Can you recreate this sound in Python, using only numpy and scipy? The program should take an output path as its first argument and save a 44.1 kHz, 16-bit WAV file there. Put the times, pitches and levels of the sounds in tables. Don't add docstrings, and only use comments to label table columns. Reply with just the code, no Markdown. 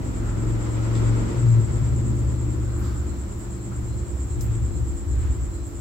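import sys
import numpy as np
from scipy import signal
from scipy.fft import rfft, irfft
from scipy.io import wavfile
from scipy.ndimage import uniform_filter1d

SR = 44100
rng = np.random.default_rng(int(sys.argv[2]) if len(sys.argv) > 2 else 0)


def materialize(psi):
    bounded = np.clip(np.atleast_2d(psi).T, -1, 1)
    quanta = np.round(bounded * 32767).astype(np.int16)
    wavfile.write(sys.argv[1], SR, quanta)


N = 255895
T = np.arange(N) / SR
HZ = np.maximum(np.arange(N // 2 + 1) * SR / N, 1)
IDLE_HZ = 16.6

# time in seconds, firing rate in Hz.
FIRING_RATE = [(0, 21.3), (.45, 22.7), (1.2, 22.8), (1.33, 20.3), (1.72, 17.6), (2.25, 17.25), (2.7, 16.55),
               (3.8, 16.5), (4.5, 16.1), (4.9, 16.4), (5.8, 16.1)]
# time in seconds, scatter of pulse strength in dB, relative amount of gas rumble.
ROUGHNESS = [(0, .7, .27), (1.7, .7, .18), (3.8, 1.1, .22), (4.9, 2.5, .65)]


def undb(db):
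    return 10 ** (np.asarray(db) / 20)


def curves(table):
    times, *columns = np.transpose(table)
    return [np.interp(T, times, column) for column in columns]


def unit(x):
    return x / np.sqrt(np.mean(x ** 2))


def even(x, size=5000):
    power = uniform_filter1d(uniform_filter1d(np.atleast_2d(x ** 2).mean(0), size), size)
    return x / np.sqrt(power + 1e-18)


def walk(rate_hz):
    return unit(irfft(rfft(rng.standard_normal(N)) * np.exp(-(HZ / rate_hz) ** 2), N))


def noise(correlation=0):
    mid, side = rng.standard_normal((2, N))
    return np.sqrt((1 + correlation) / 2) * mid + np.sqrt((1 - correlation) / 2) * np.array([side, -side])


def colour(x, spectrum):
    hz, db = np.transpose(spectrum)
    gain = undb(np.interp(np.log(HZ), np.log(hz), db))
    return unit(irfft(rfft(x) * gain, N))


def ring(x, modes):
    gain = sum(undb(db) / (1 + 1j * (HZ / hz - hz / HZ) * hz / width / 2) ** 2 for hz, width, db in modes)
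    return unit(irfft(rfft(x) * gain, N))


def pan(x, left_db):
    return x * undb(np.array([[left_db], [-left_db]]) / 2)


def swell(peak_s, rise, decay):
    return np.exp(-(np.minimum(T - peak_s, 0) / rise) ** 2 - np.maximum(T - peak_s, 0) / decay)


def still_air():
    # frequency in Hz, relative spectral density in dB.
    spectrum = [(20, -41), (42, 5.5), (62, 6), (100, -0.5), (150, -10), (200, -8.5), (330, -9),
                (500, -21.5), (1200, -25), (2500, -37), (4500, -39.5), (6300, -37), (9700, -43),
                (10400, -45), (15500, -43.5)]
    coherence = 1 / (1 + (HZ / 380) ** 2)
    common = rfft(noise(correlation=1)) * np.sqrt(coherence)
    separate = rfft(noise()) * np.sqrt(1 - coherence)
    return pan(colour(irfft(common + separate, N), spectrum), left_db=0.5) * undb(-34)


def appliance():
    # frequency in Hz, mean level in dB.
    tones = [(344.2, -45.5), (295.8, -49), (526, -71)]
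    hum = 0
    for hz, db in tones:
        amplitude = np.sqrt(2) * undb(db + 2 * walk(14))
        hum += amplitude * np.sin(2 * np.pi * np.cumsum(hz + 3 * walk(9.43)) / SR)
    return pan(hum, left_db=-4)


def chirp_train(first_s, rate_hz, jitter_s, scatter_db):
    beats = np.arange(first_s, T[-1], 1 / rate_hz)
    late, loud = rng.standard_normal((len(beats), 2)).T
    return zip(beats + jitter_s * late, scatter_db * loud)


def far_cricket(hz=4107, width_hz=12):
    chirps = chirp_train(first_s=.31, rate_hz=2.48, jitter_s=.015, scatter_db=1.5)
    envelope = sum(undb(-64.5 + db) * swell(s, rise=.06, decay=.13) for s, db in chirps)
    note = even(ring(noise(correlation=.4), [(hz, width_hz, 0)]), size=2500)
    return pan(note * envelope, left_db=4)


def tiles(x, t60):
    t = T[:SR // 2]
    tail = rng.standard_normal((2, len(t))) * np.exp(-np.log(1000) * t / t60)
    tail /= np.sqrt(np.sum(tail ** 2, axis=1, keepdims=True))
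    return signal.fftconvolve(x[None], tail, axes=1)[:, :N]


def near_cricket(chorus_db=-55, rasp=0.12, stroke_hz=80, half_length_s=.03):
    # frequency in Hz, relative spectral density in dB.
    wings = [(6000, -36), (6750, -25.5), (7020, -14), (7350, -7.5), (7720, -5.5), (7950, -16.5),
             (8250, -27.5), (9000, -66)]
    # time in seconds, level in dB before reverberation.
    effort = [(0, -45.5), (1.8, -43), (3.3, -47), (4.4, -43.5), (5.8, -46.5)]
    (effort_db,) = curves(effort)
    chirps = chirp_train(first_s=.064, rate_hz=8.925, jitter_s=.005, scatter_db=.6)
    power = sum(undb(2 * db) * np.exp(-((T - s) / half_length_s) ** 2) for s, db in chirps)
    power *= undb(2 * effort_db)
    stroke_rate = stroke_hz * (1 + 0.106 * walk(17.5))
    strokes = 1 + rasp * np.sin(2 * np.pi * np.cumsum(stroke_rate) / SR)
    song = colour(noise(), wings) * np.sqrt(power * strokes ** 2 + undb(2 * chorus_db))
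    return pan(song + .4 * tiles(song.sum(0), t60=.2), left_db=-1)


def fingers_and_rush():
    # peak time in seconds, level in dB, rise and decay in seconds, centre and width in Hz.
    bursts = [(.28, -44.5, .08, .16, 1250, 350), (.955, -44, .004, .03, 3470, 1400),
              (2.80, -54, .025, .13, 11000, 5000), (2.86, -51, 0.046, .12, 4520, 1900),
              (2.90, -47, 0.24, 0.2, 1270, 300), (3.39, -61, .005, .04, 12000, 4000),
              (3.722, -45, .01, 0.026, 1260, 348), (4.409, -37.5, .001, 0.012, 6940, 2500),
              (4.411, -42.5, .0048, 0.036, 12400, 6000), (4.52, -51, 0.19, 0.18, 1140, 890),
              (5.27, -49.5, .12, 0.12, 1230, 890), (5.67, -54, .003, 0.014, 12000, 3000),
              (5.70, -62, .0092, .04, 13800, 2480)]
    hiss = noise(correlation=0.21)
    return sum(ring(hiss, [(hz, width, 0)]) * swell(s, rise, decay) * undb(db)
               for s, db, rise, decay, hz, width in bursts)


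def passing(near_db, near_s, fall_db, nearest_s=1.05):
    return near_db - fall_db * np.log2(np.hypot(1, (T - nearest_s) / near_s))


def tyres_and_chain():
    # frequency in Hz, relative spectral density in dB.
    spectrum = [(150, -10), (400, 10.5), (480, 9.5), (580, 7.5), (720, -0.5), (1000, 2), (1150, -1.5),
                (1330, 1.5), (1600, -7.5), (2000, -6), (2800, -13), (4500, -17), (7000, -17.5),
                (14000, -39)]
    rolling = colour(noise(correlation=-0.067), spectrum)
    level_db = passing(near_db=-34.5, near_s=0.24, fall_db=3.81) + walk(22)
    return pan(rolling * undb(level_db), left_db=1.5)


def firings(wall_hz=430):
    (rate,) = curves(FIRING_RATE)
    scatter_db, _ = curves(ROUGHNESS)
    cycles = np.cumsum(rate * (1 + .002 * walk(8))) / SR
    onsets = np.flatnonzero(np.diff(np.floor(cycles)))
    pulses = np.zeros(N)
    pulses[onsets] = undb(scatter_db[onsets] * rng.standard_normal(len(onsets)))
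    return signal.sosfilt(signal.butter(6, wall_hz, fs=SR, output="sos"), unit(pulses))


def standing_wave(push, modes, lead):
    wave = signal.hilbert(ring(push, modes))
    return np.real(wave * np.exp(.5j * lead * np.array([[1], [-1]])))


def exhaust_overtones(push, passing_s=0.4):
    # frequency and width in Hz, relative level in dB, best time in seconds, swell in dB.
    modes = [(181.75, 6.4, -6, 0.49, 6), (190.5, 9.2, -1, 3.54, 13.5), (210.7, 6.3, -6.5, 2.04, 11.5),
             (227.1, 9.6, -1, 1.86, 5.5), (252, 8.8, -5, 0.15, 11.5), (270.5, 8.9, -6, 0.8, 4),
             (303.1, 12.3, -4, 2.5, 4), (316.55, 13.5, -3, 0.52, 7.5), (350.6, 11.2, -2.5, 1.5, 3.5),
             (380, 21.5, -19, 1.43, 13.5)]
    waves = 0
    for k, (hz, width, db, best_s, swell_db) in enumerate(modes):
        drive_db = db + swell_db * np.exp(-((T - best_s) / passing_s) ** 2)
        waves += standing_wave(push, [(hz, width, 0)], lead=0.49 * (-1) ** k) * undb(drive_db)
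    level_db = passing(near_db=-32.5, near_s=1.27, fall_db=7.6) + 1.63 * walk(4.4)
    return pan(even(waves) * undb(level_db), left_db=-4)


def throb(pulses, depth_db=1.94, lead_s=0.013):
    beat = ring(pulses, [(IDLE_HZ, 6, 0)])
    return undb(depth_db * np.interp(T + lead_s, T, beat))


def lowest_waves(push, rate, gas):
    # frequency in Hz, width in Hz, relative level in dB.
    modes = [(47.2, 5.4, 11), (34.8, 1.7, -12.5)]
    level_db = -43 + 1.55 * (rate - IDLE_HZ) + 9 * gas + 2.5 * walk(7.8)
    return even(standing_wave(push, modes, lead=0)) * undb(level_db)


def boom(push):
    # frequency in Hz, width in Hz, relative level in dB.
    modes = [(61.44, 10.2, 24.5), (81.65, 3.3, 17), (56.5, 51, -5)]
    # time in seconds, relative level in dB.
    swells = [(0.0, -31), (1.16, -38), (1.87, -24.5), (3.04, -27.5), (3.67, -39), (3.73, -31),
              (4.94, -24.5), (4.97, -35), (5.15, -20.5), (5.7, -35), (5.8, -28.5)]
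    (level_db,) = curves(swells)
    return even(standing_wave(push, modes, lead=-0.32)) * undb(level_db + 1.5)


def drone(push):
    # frequency in Hz, width in Hz, relative level in dB.
    modes = [(114.26, 6.1, -6.5), (132, 0.9, -13.5)]
    # time in seconds, relative level in dB.
    swells = [(0.0, -34), (0.55, -23), (0.61, -27.5), (1.13, -18.5), (1.29, -30.5), (1.48, -14.5),
              (1.6, -16), (1.7, -31.5), (1.73, -23), (2.92, -30.5), (3.2, -42.5), (3.91, -30.5),
              (4.18, -42.5), (4.52, -23), (4.65, -27.5), (4.68, -36), (4.83, -27), (4.97, -65), (5.12, -32),
              (5.8, -43)]
    (level_db,) = curves(swells)
    wave = even(standing_wave(push, modes, lead=0.57))
    return pan(wave * undb(level_db + 0.5), left_db=3.5)


def motorbike():
    (rate,) = curves(FIRING_RATE)
    _, gas = curves(ROUGHNESS)
    pulses = firings()
    rumble = gas * noise(correlation=.6)
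    hum = (drone(pulses + .5 * rumble) + boom(pulses + 2 * rumble)) * throb(pulses)
    bass = lowest_waves(pulses + rumble, rate, gas)
    return hum + bass + exhaust_overtones(pulses + 2 * rumble) + tyres_and_chain()


def scene():
    return motorbike() + appliance() + still_air() + near_cricket() + far_cricket() + fingers_and_rush()


def record(dry, low_hz=33, top_hz=15800):
    thinned = signal.sosfilt(signal.butter(4, low_hz, "high", fs=SR, output="sos"), dry)
    return signal.sosfilt(signal.ellip(10, .2, 80, top_hz, fs=SR, output="sos"), thinned)


dry = scene()
out = record(dry)
materialize(out)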